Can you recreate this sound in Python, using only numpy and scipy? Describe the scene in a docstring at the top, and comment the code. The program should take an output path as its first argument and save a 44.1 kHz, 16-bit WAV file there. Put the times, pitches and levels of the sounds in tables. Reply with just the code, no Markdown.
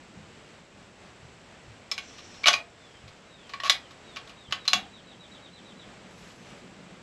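"""Quiet open air, a far throbbing engine and a buzzing insect lie under dull bumps on a wooden bench.
At 1.9 s a rifle bolt is lifted by hand, then slides back, hissing, and rattles against its stop; each
steel contact cracks, rings the action and echoes under an open roof. From 2.8 s a small bird's falling
whistles speed up, while the bolt is pushed forward (3.5 s) and locked (4.7 s). After 6 s the hand
brushes the grip and one thin whistle falls far away."""
import sys
import numpy as np
from scipy import signal
from scipy.fft import rfft, irfft
from scipy.io import wavfile
from scipy.ndimage import uniform_filter1d

SR = 44100
rng = np.random.default_rng(int(sys.argv[2]) if len(sys.argv) > 2 else 0)


def pcm_store(signal):
    """Save signal as 16-bit PCM."""
    levels = np.round(np.clip(np.atleast_2d(signal), -1, 1) * 32767)
    wavfile.write(sys.argv[1], SR, levels.astype(np.int16).T)


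N = 309582


def amp(db):
    return 10 ** (np.asarray(db) / 20)


def unit_rms(x):
    return x / np.sqrt(np.mean(x ** 2) + 1e-20)


def curve_at(points, hz):
    """A curve's value at hz, on a log-frequency axis."""
    f, value = np.transpose(points)
    return np.interp(np.log(hz + 1), np.log(f), value)


def fader(rows):
    """A dB curve over time as a gain for every sample."""
    return amp(np.interp(np.arange(N) / SR, *np.transpose(rows)))


def add(mix, s, sound):
    """Mixes a sound in, starting at s seconds."""
    part = mix[round(s * SR):][:len(sound)]
    part += sound[:len(part)]


def noise(eq):
    """Steady noise of rms 1, shaped by an EQ curve."""
    gain = amp(curve_at(eq, np.fft.rfftfreq(N, 1 / SR)))
    return unit_rms(irfft(rfft(rng.standard_normal(N)) * gain, N))


def wander(count, size):
    """Smooth random motion of rms 1 that changes over about size samples."""
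    return unit_rms(uniform_filter1d(uniform_filter1d(rng.standard_normal(count), size), size))


# Soft, dark bed of open air: f/Hz, relative level/dB
AIR_EQ = [(20, -21), (50, -4.5), (115, -0.5), (300, -4), (550, -3.5), (1000, -8), (2500, -10),
          (4000, -15.5), (6300, -22), (8000, -21), (8700, -28.5), (9200, -45), (10800, -34.5), (13000, -58),
          (15000, -75)]
# Background level, ducking after the loud clacks and slowly recovering: t/s, level/dB before make-up gain
BACKGROUND_DUCKING = [(0.0, -55.5), (2.52, -54), (2.77, -56.5), (4.83, -54), (5.06, -56), (6.02, -53.5),
                      (7.02, -54.5)]
# Low rumble of the breeze: f/Hz, relative level/dB
BREEZE_EQ = [(25, -13), (60, -15), (110, -8), (200, 9), (500, -40), (3000, -90)]


def open_air(makeup_db=2.5, breeze_db=-69):
    """An even hiss of leaves and distance, with lumps of light breeze."""
    air = fader(BACKGROUND_DUCKING) * noise(AIR_EQ) * amp(makeup_db + 1.06 * wander(N, size=4000))
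    breeze = noise(BREEZE_EQ) * amp(breeze_db + 3 * wander(N, size=2500))
    return air + breeze


# Muffled engine drone: f/Hz, relative level/dB
ENGINE_EQ = [(60, -44), (110, -10), (145, -8), (182, 2.5), (230, -2), (320, -8.5), (600, -15), (1500, -56),
             (6000, -90)]
# It sinks away until 3 s, then grows: t/s, level/dB
ENGINE_FADER = [(0, -59), (1.3, -64), (3.0, -80), (4.2, -64.5), (6.0, -55.5), (7.02, -54)]


def engine(beat_s=.1308, depth_db=2.5):
    """A far engine: low noise that throbs with each beat."""
    throb = amp(depth_db * np.cos(2 * np.pi * np.arange(N) / SR / beat_s))
    return fader(ENGINE_FADER) * throb * noise(ENGINE_EQ)


def insect(strokes_per_s=68, centre_hz=7630, width_hz=300, db=-74):
    """A buzz in the grass: each wing stroke is a short puff of narrow, high noise."""
    hz = np.fft.rfftfreq(N, 1 / SR)
    band = np.exp(-.5 * ((hz - centre_hz) / width_hz) ** 2)
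    rasp = irfft(rfft(rng.standard_normal(N)) * band, N)
    strokes = np.cumsum(strokes_per_s * (1 + .01 * wander(N, size=8000))) / SR
    return amp(db) * unit_rms(rasp * np.sin(np.pi * strokes) ** 2)


# Dull thuds on the bench: t/s, level/dB, f/Hz
BENCH_BUMPS = [(0.173, -37.5, 145), (1.229, -42, 120), (1.679, -42.5, 106), (3.038, -42, 107),
               (4.485, -41.5, 130), (4.751, -35.5, 191)]


def bench(t60=.08):
    """Soft bumps briefly ring three low modes of the heavy wood."""
    out, t = np.zeros(N), np.arange(SR // 3) / SR
    attack = 1 - np.exp(-t / .0016)
    for s, db, hz in BENCH_BUMPS:
        phase = 2 * np.pi * hz * t
        wood = np.sin(phase) + .45 * np.sin(.72 * phase) - .46 * np.sin(1.5 * phase)
        add(out, s, amp(db - 60 * t / t60) * wood * attack)
    return out


def reverb_tail(t60s, rise_s):
    """Sparse reflections of random sign, each band dying at its own speed; energy 1."""
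    taps = rng.choice([-1., 1.], SR) * (rng.random(SR) < 5000 / SR)
    hz, t, bands = signal.stft(taps, SR, nperseg=256)
    decay = amp(-60 * t / curve_at(t60s, hz)[:, None])
    tail = signal.istft(bands * decay, SR, nperseg=256)[1]
    tail *= 1 - np.exp(-np.arange(len(tail)) / SR / rise_s)
    return tail / np.linalg.norm(tail)


# Early reflections under the roof: delay t/s, level/dB
ROOF_SLAPS = [(.0034, -12), (.0058, -26.5), (.0112, -24), (.0245, -35), (.0290, -27.5)]
# Its reverb, longest in the lows: f/Hz, t60/s
ROOF_DECAY = [(200, 0.49), (600, 0.39), (1200, 0.25), (3000, 0.18), (6000, 0.15), (9000, 0.16),
              (14000, 0.18)]


def roof(x, wet_db=-4.5, side_db=-24):
    """Bench top, ground and roof throw back single echoes, then a short tail."""
    mid = amp(wet_db) * reverb_tail(ROOF_DECAY, rise_s=.0016)
    mid[0] += 1  # direct sound
    for delay, db in ROOF_SLAPS:
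        mid[round(delay * SR)] += amp(db)
    # separately, a faint left-right difference in the highs
    side = amp(side_db) * np.diff(reverb_tail(ROOF_DECAY, rise_s=.0013), prepend=0)
    return np.array([signal.fftconvolve(x, mid + sign * side)[:N] for sign in (1, -1)])


def shelves(hz, weight_db, bright_db):
    """Low and high shelf in dB: heavy blows shake the whole rifle; hard, small contacts are brighter."""
    return weight_db / (1 + (hz / 1300) ** 4) + bright_db * (1 - 1 / (1 + (hz / 4300) ** 4))


# Bite of a steel crack: f/Hz, relative level/dB
CRACK_EQ = [(100, -31), (380, -19.5), (520, -12), (700, -2), (930, -10.5), (1250, 0.5), (1700, -4),
            (2900, 1.5), (4400, -1.5), (6800, -11.5), (9200, -31.5), (11000, -22.5), (12500, -35),
            (16000, -55)]


def crack(t60, weight_db, bright_db, snap=3.5, size=8192):
    """Steel meets steel: a snap and a crowd of short modes, too dense to tell apart."""
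    t, hz = np.arange(size) / SR, abs(np.fft.fftfreq(size, 1 / SR))
    fade = amp(-60 * t / t60)
    blow = rng.standard_normal(size) * fade * amp(2.75 * wander(size, size=30))  # the faces chatter
    blow[0] += snap
    gain = amp(curve_at(CRACK_EQ, hz) + shelves(hz, weight_db, bright_db))
    causal_eq = np.exp(np.conj(signal.hilbert(np.log(gain))))  # minimum phase keeps the attack sharp
    steel = np.fft.ifft(np.fft.fft(blow) * causal_eq).real
    return unit_rms(steel) * np.sqrt(np.mean(fade ** 2))


def ringing(modes, t):
    """Sum of dying modes; neighbours swing in opposite directions."""
    return sum(amp(db - 60 * t / t60) * (-1) ** k * np.sin(2 * np.pi * hz * t)
               for k, (hz, db, t60) in enumerate(modes))


# Ring of receiver and barrel: f/Hz, relative level/dB, t60/s
ACTION_MODES = [(691, -31, 0.34), (1650, -22, 0.067), (2214, -19.5, 0.085), (2447, -26, 0.26),
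                (2760, -51, 0.23), (3350, -23, 0.23), (3540, -39, 0.1), (4040, -24, 0.2),
                (4130, -36, 0.053), (4850, -24, 0.19), (5200, -42, 0.27), (6260, -34, 0.17)]
# The loose bolt's own close pair of modes: f/Hz, relative level/dB, t60/s
BOLT_MODES = [(1109, -4, .13), (1168, -12, .15)]


def action_ring(weight_db, bright_db, ring_db, t):
    """The lasting ring of receiver, barrel and bolt after a contact."""
    modes = [(hz, db + shelves(hz, weight_db, bright_db), t60) for hz, db, t60 in ACTION_MODES]
    return ringing(modes, t) + amp(ring_db) * ringing(BOLT_MODES, t)


# The main hits: lift (1.9 s), back stop (2.4 s), push forward (3.5 s), seat and lock (4.2-4.7 s).
# t/s, level/dB, t60/s, weight/dB, brightness/dB, bolt ring/dB, note f/Hz, note relative level/dB
BOLT_HITS = [ (1.9150, -24, 0.033, -9, 7, -12, 5280, 4), (1.9792, -27.5, .038, -6, 1, -11, 2214, -2.5),
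             (2.4405, -31, .062, -15, -12, -11, 2280, 13.5), (2.4580, -15.5, 0.046, -6, -15, -13, 3900, -3),
             (2.4703, -11.5, 0.042, -6, -3, -17, 2930, -3), (2.4823, -7.5, 0.028, -2.5, 1.5, -5, 3320, -11),
             (2.5306, -22.5, .048, -14, 3, -17, 4840, -0.5), (2.5373, -19.5, 0.032, -9, -2, -3, 2464, 5.5),
             (3.536, -29.5, 0.026, -1.5, -10, 2.5, 2950, -2.5),
             (3.6008, -32.5, 0.033, -5, -7, 1, 1900, 5.5), (3.6353, -30, 0.042, 6, 4, 6, 3020, 4),
             (3.6971, -8, 0.029, -9, 5, -15, 2254, -6), (4.1684, -28.5, 0.02, -1, -8, -6.5, 2270, -2),
             (4.5243, -18, 0.018, -3.5, -2.5, -9, 3040, 2.5),
             (4.6787, -16, 0.029, -16, 6.5, -13, 4110, 0.5), (4.7322, -11, .032, -4.5, 2, -10, 3400, -5),
             (4.7360, -17, 0.014, -2, 4, -11, 840, -1), ]


def clacks(size=16384):
    """The bolt strikes the action, sounds the struck part's note and rebounds once, more weakly."""
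    t = np.arange(size) / SR
    attack = 1 - np.exp(-t / .00058)
    for s, db, t60, weight_db, bright_db, ring_db, note_hz, note_db in BOLT_HITS:
        note = attack * ringing([(note_hz, note_db, t60)], t)
        hit = crack(t60, weight_db, bright_db, size=size) + note
        rebound = amp(-9) * crack(t60=.025, weight_db=2.5, bright_db=-.5)
        add(hit, .004, rebound)
        yield s, db, hit, attack * action_ring(weight_db, bright_db, ring_db, t)


# The draw of the bolt, steel sliding on steel: t/s, level/dB
SLIDE_FADER = [(1.95, -74.5), (2.02, -58), (2.12, -55.5), (2.25, -56.5), (2.38, -56), (2.44, -58),
               (2.5, -73)]
# Its grit: f/Hz, relative level/dB
SLIDE_EQ = [(300, 8), (1200, -8), (2800, 5), (4800, -0.5), (5800, 6.5), (6500, -0.5), (8200, -10),
            (9200, -24), (11000, -24), (15000, -49)]
# Its thin squeal: f/Hz, relative level/dB
SLIDE_TONES = [(4400, -17), (5420, -7), (5620, -17), (5800, -9), (6000, -11), (7150, -15)]


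def slide(sag_per_s=.1, waver=.008):
    """Gritty hiss of the bolt drawn back, with raspy tones that waver and sink as it slows."""
    t = np.arange(N) / SR
    middle_s = np.mean(SLIDE_FADER, axis=0)[0]
    speed = 1 - sag_per_s * (t - middle_s) + waver * wander(N, size=2500)
    squeal = np.zeros(N)
    for hz, db in SLIDE_TONES:
        pitch = hz * speed + 30 * wander(N, size=100)
        squeal += amp(db + 3 * wander(N, size=2000)) * np.sin(2 * np.pi * np.cumsum(pitch) / SR)
    return fader(SLIDE_FADER) * (noise(SLIDE_EQ) + squeal) * amp(1.1 * wander(N, size=200))


def touch(t60, weight_db, bright_db, ring_db):
    """A light contact: a crack and a ring, with no rebound."""
    hit = crack(t60, weight_db, bright_db)
    return hit, action_ring(weight_db, bright_db, ring_db, np.arange(len(hit)) / SR)


# Small handling ticks: t/s, level/dB
HANDLING_TICKS = [(2.183, -43.5), (2.343, -46.5), (3.078, -48), (3.4938, -42.5), (3.908, -46.5),
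                  (4.161, -38), (4.274, -46.5), (4.294, -44.5), (4.509, -41.5), (4.653, -40.5),
                  (6.303, -51.5)]


def ticks():
    """Loose parts tick lightly under the hand."""
    for s, db in HANDLING_TICKS:
        yield s, db, *touch(t60=.076, weight_db=-2, bright_db=-1, ring_db=-4.5)


# Bursts of chatter: t/s, length/s, level/dB of each contact
RATTLE_BURSTS = [(2.434, .006, -37.5), (2.461, .02, -22), (3.645, .032, -30.5)]


def rattles(per_s=250, spread_db=2.5):
    """The bolt chatters in its raceway: quick, uneven runs of light contacts."""
    for start, length, burst_db in RATTLE_BURSTS:
        for beat in np.arange(start, start + length, 1 / per_s):
            s = beat + .5 * rng.random() / per_s
            db = burst_db + spread_db * rng.uniform(-1, 1)
            yield s, db, *touch(t60=.033, weight_db=3, bright_db=1, ring_db=-2)


def bolt():
    """Two stems: the slide with the cracks of all contacts, and the ringing steel."""
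    cracks, rings = slide(), np.zeros(N)
    for s, db, hit, ring in [*clacks(), *ticks(), *rattles()]:
        add(cracks, s, amp(db) * hit)
        add(rings, s, amp(db) * ring)
    return cracks, rings


# Bird notes that quicken like a bouncing ball: t/s, starting f/Hz
BIRD_NOTES = [(2.76, 3620), (3.259, 3990), (3.679, 3750), (4.035, 3890), (4.362, 3830), (4.585, 3920),
              (4.76, 3920), (4.911, 3950), (5.068, 3920), (5.195, 3920), (5.312, 3880), (5.42, 3890),
              (5.528, 4020), (5.648, 3920), (5.768, 3960)]


def bird(end_hz=2850, gap_share=.56, swell_s=2.24, hook=1.7):
    """Pure whistles hold their pitch, then fall and fade; the trees double and smear them."""
    song = np.zeros(N)
    starts = np.transpose(BIRD_NOTES)[0]
    gaps = np.diff(starts)
    for (s, top_hz), length in zip(BIRD_NOTES, gap_share * np.append(gaps, gaps[-1])):
        db = np.interp(s - starts[0], [0, swell_s], [-66, -56])  # the song swells, then holds
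        progress = np.linspace(0, 1, round(length * SR))
        count = len(progress)
        fall = progress ** (1 + hook * min(1, .12 / length) ** 2)  # long notes slide, short ones hook
        hz = (top_hz + (end_hz - top_hz) * fall) * (1 + .006 * wander(count, size=100))
        envelope = signal.windows.tukey(count, .15) * amp(db - 2 * fall + 2 * wander(count, size=400))
        add(song, s, envelope * np.sin(2 * np.pi * np.cumsum(hz) / SR))
    trees = reverb_tail([(2000, .36), (5000, .11)], rise_s=.0033)
    heard = song + signal.fftconvolve(song, trees)[:N]
    add(heard, .017, amp(-4) * song)  # one close echo
    return heard


# Airy brush of the hand settling on the grip: f/Hz, relative level/dB
RUSTLE_EQ = [(500, -20), (3000, -4), (5500, 2), (8000, -2), (9200, -20), (11000, -6), (12200, -20),
             (13000, -17), (14500, -40)]


def rustle(start_s=6.05, rise_s=.15, fade_s=.55, db=-61.5):
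    """Skin and cloth brush the stock: a soft, high hiss that rises and dies away."""
    envelope = np.interp(np.arange(N) / SR - start_s, [0, rise_s, rise_s + fade_s], [0, 1, 0])
    return envelope * noise(RUSTLE_EQ) * amp(db + 2 * wander(N, size=400))


def peep(start_s=6.37, length_s=.2, top_hz=6300, fall_hz_per_s=2900, db=-66):
    """One thin, far whistle that swells, sinks evenly and fades."""
    out, t = np.zeros(N), np.arange(0, length_s, 1 / SR)
    hz = top_hz - fall_hz_per_s * t + 30 * wander(len(t), size=100)
    envelope = amp(db) * signal.windows.tukey(len(t), .5)
    add(out, start_s, envelope * np.sin(2 * np.pi * np.cumsum(hz) / SR))
    return out


def scene():
    """Cracks, slide and bumps raise the roof's echo; the soft ring and the rest are heard directly."""
    background = open_air() + engine() + insect() + bird() + rustle() + peep()
    cracks, rings = bolt()
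    return roof(bench() + cracks) + rings + background


def record(dry, hiss_db=-112, cutoff_hz=15800):
    """Each microphone adds faint hiss; the loudest snaps round off; a low-pass trims the top."""
    heard = dry + amp(hiss_db) * rng.standard_normal(dry.shape)
    rounded = heard / (1 + heard ** 6) ** (1 / 6)
    lowpass = signal.firwin(511, cutoff_hz, window=("kaiser", 9), fs=SR)
    return signal.oaconvolve(rounded, lowpass[None], "same")


dry = scene()
out = record(dry)
pcm_store(out)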